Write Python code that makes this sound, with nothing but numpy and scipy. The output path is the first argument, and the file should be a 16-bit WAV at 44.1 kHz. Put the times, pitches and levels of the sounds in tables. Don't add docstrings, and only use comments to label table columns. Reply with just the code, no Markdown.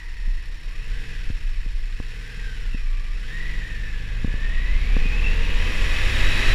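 import sys
import numpy as np
from scipy import signal
from scipy.fft import rfft, irfft, next_fast_len
from scipy.io import wavfile
from scipy.ndimage import uniform_filter1d

SR = 44100
rng = np.random.default_rng(int(sys.argv[2]) if len(sys.argv) > 2 else 0)


def output_pcm(signal):
    pcm = np.clip(np.atleast_2d(signal).T, -1, 1) * 32767
    wavfile.write(sys.argv[1], SR, np.round(pcm).astype(np.int16))


N = 288414
TIME = np.arange(N) / SR

# (time [s], speed [turns per s])
CRANK_SPEED = [(0, 24), (.62, 22.8), (.95, 38.5), (1.12, 42), (1.4, 32.5), (1.65, 26.5), (1.83, 26.7),
               (2.15, 38.3), (2.43, 40.3), (2.68, 35.5), (2.87, 29), (3.13, 29.7), (3.34, 46.5),
               (3.5, 49.4), (3.75, 45), (4.17, 40.7), (4.69, 49.6), (5, 61), (5.6, 73.3), (6.15, 93.7),
               (6.54, 100)]
# (start [s], start of closing [s], opening [0-1])
THROTTLE_TWISTS = [(.72, 1.123, 0.73), (1.9, 2.6, 0.9), (3.13, 3.55, 0.3), (4.797, 5.893, 1),
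                   (6.249, 6.54, 0.9)]
# (multiple of the four-stroke cycle rate [-], level [dB])
EXHAUST_HARMONICS = [(3, -1), (4, -10.5), (5, -2), (6, -2.5), (7, -13.5), (8, -6), (9, -18), (10, -11.5),
                     (11, -25), (12, -19), (13, -10.5), (14, -21), (16, -18), (18, -43), (20, -25),
                     (22, -36), (24, -30), (26, -28.5), (28, -30)]
# (frequency [Hz], relative level [dB])
AIRBOX_SPECTRUM = [(150, -45), (300, -49), (390, 4), (450, 13.5), (500, 9.5), (580, -20), (800, -7),
                   (2000, -55)]
# (place in the cycle [0-1], level [dB])
ENGINE_CONTACTS = [(0, -0.5), (0.139, -6.5), (.375, 0.5), (0.518, -4.5), (.67, -2.5), (.85, -30)]
# (frequency [Hz], relative level [dB per Hz])
CLATTER_SPECTRUM = [(350, -16), (500, -33), (680, -18.5), (900, -11.5), (1200, -12), (1400, -9),
                    (1700, 0.5), (2200, -4.5), (2700, -3.5), (3300, -6), (4400, -14), (5500, -21),
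                    (6500, -23.5), (9000, -35)]
# (frequency [Hz], relative level [dB per Hz])
TICKING_SPECTRUM = [(3000, -11), (5300, 7), (6200, -3.5), (7100, -3.5), (7900, -1.5), (8500, -8.5),
                    (9300, -4), (11000, -7), (12500, -14.5), (15200, -20.5)]
# (centre [Hz], width [Hz], lift [dB])
PANEL_RINGING = [(1170, 82, 1), (1327, 13, 0.5), (1851, 14, -9), (1935, 340, 6.5), (2510, 40, -0.5),
                 (2492, 146, 4.5), (2593, 34, 8), (2870, 49, 0.5), (3030, 60, 0.5), (3810, 126, 5),
                 (4420, 91, 4), (5624, 140, 6.5), (7020, 470, 6), (9170, 230, 4)]
# (frequency [Hz], level [dB])
GEAR_CASE_RESPONSE = [(900, -66.5), (1080, -65), (1175, -56.5), (1290, -61), (1420, -59), (1560, -44.5),
                      (1640, -49), (1750, -42), (1950, -39), (2100, -44), (2400, -43.5), (2660, -34.5),
                      (2900, -47), (3500, -46.5), (3800, -41), (4100, -41), (8000, -56)]
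# (time [s], change of whine [dB])
GEAR_LOAD_CURVE = [(0, 4.5), (.6, -4.5), (1.4, -7), (2.2, -8), (2.5, 1), (2.9, 0), (3.15, -1), (3.45, -1),
                   (4.4, 0.5), (5.3, 0.5), (6.54, 2)]
# (time [s], firing rate [firings per s], drone level [dB])
CAR_DRONE = [(0, 33.5, -50), (.5, 33.2, -44.5), (1, 43, -45), (2.2, 40, -51.5), (2.9, 45.7, -47.5),
             (4.1, 51, -41), (4.8, 64, -42), (5.7, 83, -43), (6.03, 58, -41), (6.54, 58, -46)]
# (multiple of the firing rate [-], level [dB])
CAR_HARMONICS = [(1, 9), (2, -2), (3, -9.5), (4, -14), (5, -19.5), (6, -26.5), (7, -22.5), (8, -25.5),
                 (9, -27), (10, -27.5), (11, -24), (12, -32), (14, -28.5), (16, -23.5)]
# (time [s], level before a shared lift [dB], change of the low thud [dB], contact softness [s])
MOUNT_KNOCKS = [(0.278, -27, -9, 0.0011), (1.302, -24.5, 9, 0.00048), (1.662, -31, -6, 0.00049),
                (2.001, -26.5, 3, 0.00017), (2.376, -29, -13, 0.0011), (2.746, -18.5, -4, 0.00073),
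                (4.246, -11.5, -4, 0.00064), (4.278, -24.5, -8, 0.00046), (4.341, -28.5, 4, 0.00026),
                (4.967, -19.5, -9, 0.00014), (5.057, -22, -9, 0.00059)]
# (frequency [Hz], level [dB], time to fade by 60 dB [s])
MOUNT_MODES = [(69.6, 6, 0.025), (189, -5, 0.019), (253, 0, 0.023), (462, -3, 0.021), (745, -8, 0.011),
               (1090, -2, 0.011), (1520, -2.5, .01)]
# (time [s], level [dB])
SWAY_LEVEL = [(0, -30.5), (.3, -19), (.48, -33.5), (.9, -24.5), (1.07, -34), (1.28, -22), (1.8, -22.5),
              (2.27, -35), (2.5, -27), (2.9, -20.5), (3.7, -31), (4.3, -23.5), (4.7, -17.5), (5.4, -18),
              (6.2, -23), (6.54, -18)]
# (frequency [Hz], relative level [dB per Hz])
SWAY_SPECTRUM = [(8, -18), (18, -12.5), (24, -2), (28, 1.5), (33, -3.5), (42, -20), (60, -37), (120, -101),
                 (400, -99)]
# (frequency [Hz], relative level [dB per Hz])
BUFFET_SPECTRUM = [(6, -27), (13, 14), (20, -0.5), (24, -2), (30, -70), (60, -44), (200, -93)]
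# (time [s], speed [m per s])
RIDING_SPEED = [(0, 1.15), (.7, 3.14), (1.7, 1.95), (2.3, 2.1), (2.9, 2.4), (3.4, 3.85), (3.9, 3.25),
                (4.4, 5), (5.3, 7.05), (6.54, 12.56)]
# (frequency [Hz], relative level [dB per Hz])
WIND_SPECTRUM = [(15, 28), (45, 24.5), (80, 13.5), (130, 2.5), (220, 2), (350, -1), (550, 0), (1000, -20.5),
                 (3000, -50)]
# (frequency [Hz], relative level [dB per Hz])
ROAD_SPECTRUM = [(200, -29), (480, -3), (700, -5.5), (1150, 7), (1600, -7.5), (2500, 9), (4000, -3),
                 (8000, -30.5), (15000, -48)]
# (time [s], level [dB])
HISS_LEVEL = [(0, -58.5), (2.7, -58), (3.3, -60), (6.54, -80)]
# (frequency [Hz], relative level [dB per Hz])
HISS_SPECTRUM = [(3000, -7.5), (4100, 3), (4500, 5), (4900, -9), (5350, 7.5), (5900, -14), (7000, -23)]
# (frequency [Hz], relative level [dB])
FAINT_TICK_SPECTRUM = [(3000, -20), (6000, -2), (10000, 2), (14000, -3)]
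# (start [s], end [s])
FAINT_TICK_SPELLS = [(.3, .8), (2.1, 2.4)]

IDLE_REVS_PER_S = 23
GEAR_TEETH, CHAIN_LINKS_PER_TURN = 40, 13.3
THROTTLE_OPEN_S, THROTTLE_CLOSE_S = 0.23, 0.15
EXHAUST_DB, EXHAUST_DB_PER_DOUBLING, EXHAUST_OPEN_DB = -48.5, 0.05, 2.5
AIRBOX_DB, AIRBOX_DB_PER_DOUBLING, AIRBOX_OPEN_DB = -67, 7.5, 7.5
CLATTER_DB, CLATTER_DB_PER_REV = -48.5, 0.2889
TICKING_DB, TICKING_DB_PER_REV = -61.5, 0.2035
HARSH_FROM_REVS, HARSH_FULL_REVS, HARSH_DB = 69, 79, 4.5
CLUTCH_BITE_S, CLUTCH_BITE_TAKES_S = 3.27, 0.2
SLIP_OCTAVE_DB, SLIP_TICKING_DB = 6, 2
WHINE_OCTAVE_DB = -17
CHAIN_DB = -14
FAN_HZ, FAN_DB = 317, -67
SURGE_DB, SURGES_PER_S = 2, 7.2
BUFFET_OVER_WIND_DB, BUFFET_TOP_DB = 10, -22
CRUISE_M_PER_S = 12.5
WIND_DB, WIND_DB_PER_DOUBLING = -22, 10.5
ROAD_DB, ROAD_DB_PER_DOUBLING = -30.5, 12
STREET_DB = -58.5
SPELL_TICKS_PER_S, STRAY_TICKS_PER_S = 28, 3
CUTOFF_HZ = 15250


def from_db(db):
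    return 10 ** (np.asarray(db) / 20)


def rms_one(x):
    return x / np.sqrt(np.mean(x ** 2) + 1e-20)


def noise():
    return rng.standard_normal(N)


def in_time(rows):
    s, *columns = np.transpose(rows)
    return [np.interp(TIME, s, column) for column in columns]


def at_hz(points, hz):
    points_hz, points_db = np.transpose(points)
    return np.interp(np.log(hz), np.log(points_hz), points_db)


def drift(rate_hz):
    step = 40
    hz = np.fft.rfftfreq(2 * N // step, step / SR)
    spectrum = rfft(rng.standard_normal(2 * len(hz) - 2))
    slow = rms_one(irfft(spectrum / (1 + (hz / rate_hz) ** 2)))
    return np.interp(np.arange(N) / step, np.arange(len(slow)), slow)


def coloured(x, spectrum, resonances=()):
    size = next_fast_len(N)
    hz = np.fft.rfftfreq(size, 1 / SR) + 1e-3
    db = at_hz(spectrum, hz)
    for centre, width, lift in resonances:
        db = db + lift / (1 + (2 * (hz - centre) / width) ** 2)
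    return rms_one(irfft(rfft(x, size) * from_db(db), size)[:N])


def ring(push, hz, t60):
    shrink = from_db(-60 / (t60 * SR))
    w = 2 * np.pi * hz / SR
    return signal.lfilter([0, np.sin(w)], [1, -2 * shrink * np.cos(w), shrink ** 2], push + 1e-18)


def pipe_note(cycles, harmonics, waver_db, bright_db=0):
    note = 0
    for k, db in harmonics:
        octaves_above_eighth = max(np.log2(k) - 3, 0)
        level_db = db + waver_db * drift(3.9) + bright_db * octaves_above_eighth
        note = note + from_db(level_db) * np.sin(2 * np.pi * (k * cycles + rng.random()))
    return np.sqrt(2) * note


def mesh_tone(teeth, rough, blur_hz):
    wobble = 1 + rough * (drift(blur_hz) + 1j * drift(blur_hz))
    return rms_one(np.real(wobble * np.exp(2j * np.pi * teeth)))


def motorcycle(road_db):
    speed, = in_time(CRANK_SPEED)
    turns = np.cumsum(speed) / SR
    cycles = turns / 2
    opening = throttle()
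    slip = np.clip(1 - (TIME - CLUTCH_BITE_S) / CLUTCH_BITE_TAKES_S, 0, 1)
    sound = exhaust(speed, cycles, opening) + throb(speed, turns) + airbox(speed, cycles, opening)
    sound = sound + valve_gear(speed, cycles, slip) + gear_whine(speed, turns, slip)
    return sound + chain(speed, turns, road_db) + fan()


def throttle():
    total = 0
    for start, end, opening in THROTTLE_TWISTS:
        rise = np.clip((TIME - start) / THROTTLE_OPEN_S, 0, 1)
        fall = np.clip(1 - (TIME - end) / THROTTLE_CLOSE_S, 0, 1)
        total = total + opening * rise * fall
    return total


def exhaust(speed, cycles, opening):
    doublings = np.log2(speed / IDLE_REVS_PER_S)
    level_db = EXHAUST_DB + EXHAUST_DB_PER_DOUBLING * doublings + EXHAUST_OPEN_DB * opening
    bright_db = np.interp(speed, [35, 90], [-6, 6])
    return from_db(level_db) * pipe_note(cycles, EXHAUST_HARMONICS, waver_db=0.6, bright_db=bright_db)


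def throb(speed, turns):
    return from_db(-29.5 + drift(6)) * (speed / 95) ** 2 * np.sin(2 * np.pi * turns)


def airbox(speed, cycles, opening):
    gulps = sum(np.diff(np.floor(cycles + place), prepend=0) for place in (0, .375))
    intake = rms_one(gulps * from_db(drift(30))) + .5 * noise()
    doublings = np.log2(speed / IDLE_REVS_PER_S)
    level_db = AIRBOX_DB + AIRBOX_DB_PER_DOUBLING * doublings + AIRBOX_OPEN_DB * opening
    return from_db(level_db) * coloured(intake / np.sqrt(speed), AIRBOX_SPECTRUM)


def valve_gear(speed, cycles, slip):
    over_idle = speed - IDLE_REVS_PER_S
    clatter_db = CLATTER_DB + CLATTER_DB_PER_REV * over_idle
    harsh_db = np.interp(speed, [HARSH_FROM_REVS, HARSH_FULL_REVS], [0, HARSH_DB])
    tick_db = TICKING_DB + TICKING_DB_PER_REV * over_idle + harsh_db + SLIP_TICKING_DB * slip
    clatter = contact_bursts(cycles, decay_s=0.012, uneven_db=1.5, steady=0.77)
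    ticks = contact_bursts(cycles, decay_s=0.017, uneven_db=0.5, steady=0.23)
    clatter = from_db(clatter_db) * coloured(clatter, CLATTER_SPECTRUM, PANEL_RINGING)
    return clatter + from_db(tick_db) * coloured(ticks, TICKING_SPECTRUM, PANEL_RINGING)


def contact_bursts(cycles, decay_s, uneven_db, steady):
    hits, count = np.zeros(N), np.arange(int(cycles[-1]))
    for place, db in ENGINE_CONTACTS:
        at = np.searchsorted(cycles, count + place).clip(0, N - 1)
        hits[at] += from_db(db + uneven_db * rng.standard_normal(len(at)))
    strength = signal.lfilter([1], [1, -np.exp(-1 / (decay_s * SR))], hits) + steady
    strength *= from_db(0.86 * np.cos(2 * np.pi * (cycles - .2)))
    strength /= np.sqrt(uniform_filter1d(strength ** 2, size=8000))
    return strength * noise()


def gear_whine(speed, turns, slip):
    teeth = GEAR_TEETH * turns + 0.092 * np.sin(np.pi * turns) + 0.046 * np.sin(2 * np.pi * turns)
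    teeth = teeth + 0.18 * drift(32) * np.minimum(speed / 65, 1) ** 2
    mesh_hz = GEAR_TEETH * speed
    load_db, = in_time(GEAR_LOAD_CURVE)
    tone_db = load_db + at_hz(GEAR_CASE_RESPONSE, mesh_hz)
    octave_db = load_db + at_hz(GEAR_CASE_RESPONSE, 2 * mesh_hz) + WHINE_OCTAVE_DB + SLIP_OCTAVE_DB * slip
    tone = from_db(tone_db) * mesh_tone(teeth, rough=0.91, blur_hz=70.0)
    return tone + from_db(octave_db) * mesh_tone(2 * teeth, rough=3.2, blur_hz=69.6)


def chain(speed, turns, road_db):
    level = from_db(road_db + CHAIN_DB) * np.minimum(speed / 70, 1) ** 3
    return level * mesh_tone(CHAIN_LINKS_PER_TURN * turns, rough=0.86, blur_hz=12)


def fan():
    return from_db(FAN_DB) * mesh_tone(FAN_HZ * TIME, rough=0.17, blur_hz=2.2)


def car():
    firings, drone_db = in_time(CAR_DRONE)
    bright_db = np.interp(firings, [40, 75], [-9, 1])
    return from_db(drone_db) * pipe_note(np.cumsum(firings) / SR, CAR_HARMONICS, 0.84, bright_db)


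def mount_knocks(thud_below_hz=130):
    out = np.zeros(N)
    age = TIME[:SR // 5]
    for start, level_db, thud_db, soft_s in MOUNT_KNOCKS:
        push = age * np.exp(-age / soft_s)
        push = push / push.sum()
        knock = 0
        for hz, db, t60 in MOUNT_MODES:
            knock = knock + from_db(db + thud_db * (hz < thud_below_hz)) * ring(push, hz, t60)
        at = int(start * SR)
        out[at:at + len(age)] -= from_db(level_db + 2.5) * knock
    return out


def mount_shake(wind_db):
    sway = coloured(noise(), SWAY_SPECTRUM)
    power = uniform_filter1d(uniform_filter1d(sway ** 2, size=2600), size=1800)
    sway /= np.sqrt(power)
    sway_db = in_time(SWAY_LEVEL)[0] + SURGE_DB * drift(SURGES_PER_S)
    buffet_db = np.minimum(wind_db + BUFFET_OVER_WIND_DB, BUFFET_TOP_DB)
    return from_db(sway_db) * sway + from_db(buffet_db) * coloured(noise(), BUFFET_SPECTRUM)


def wind(wind_db):
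    return from_db(wind_db + 1.3 * drift(3.9)) * coloured(noise(), WIND_SPECTRUM)


def tyre_noise(road_db):
    level = np.hypot(from_db(road_db), from_db(STREET_DB))
    return level * from_db(0.3 * drift(14)) * coloured(noise(), ROAD_SPECTRUM, PANEL_RINGING)


def creep_sounds(tick_db=-40):
    hiss = from_db(in_time(HISS_LEVEL)[0]) * coloured(noise(), HISS_SPECTRUM)
    in_spell = sum((TIME > start) & (TIME < end) for start, end in FAINT_TICK_SPELLS)
    per_s = STRAY_TICKS_PER_S + SPELL_TICKS_PER_S * in_spell
    clicks = (rng.random(N) < per_s / SR) * rng.uniform(.3, 1, N)
    return hiss + from_db(tick_db) * np.std(clicks) * coloured(clicks, FAINT_TICK_SPECTRUM)


def scene():
    doublings = np.log2(np.maximum(in_time(RIDING_SPEED)[0], 1e-3) / CRUISE_M_PER_S)
    wind_db = WIND_DB + WIND_DB_PER_DOUBLING * doublings
    road_db = ROAD_DB + ROAD_DB_PER_DOUBLING * doublings
    vehicles = motorcycle(road_db) + car()
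    mount = mount_knocks() + mount_shake(wind_db)
    background = wind(wind_db) + tyre_noise(road_db) + creep_sounds()
    return (vehicles + mount + background)[None]


def record(dry):
    return signal.sosfilt(signal.ellip(12, .1, 90, CUTOFF_HZ, fs=SR, output="sos"), dry)


dry = scene()
out = record(dry)
output_pcm(out)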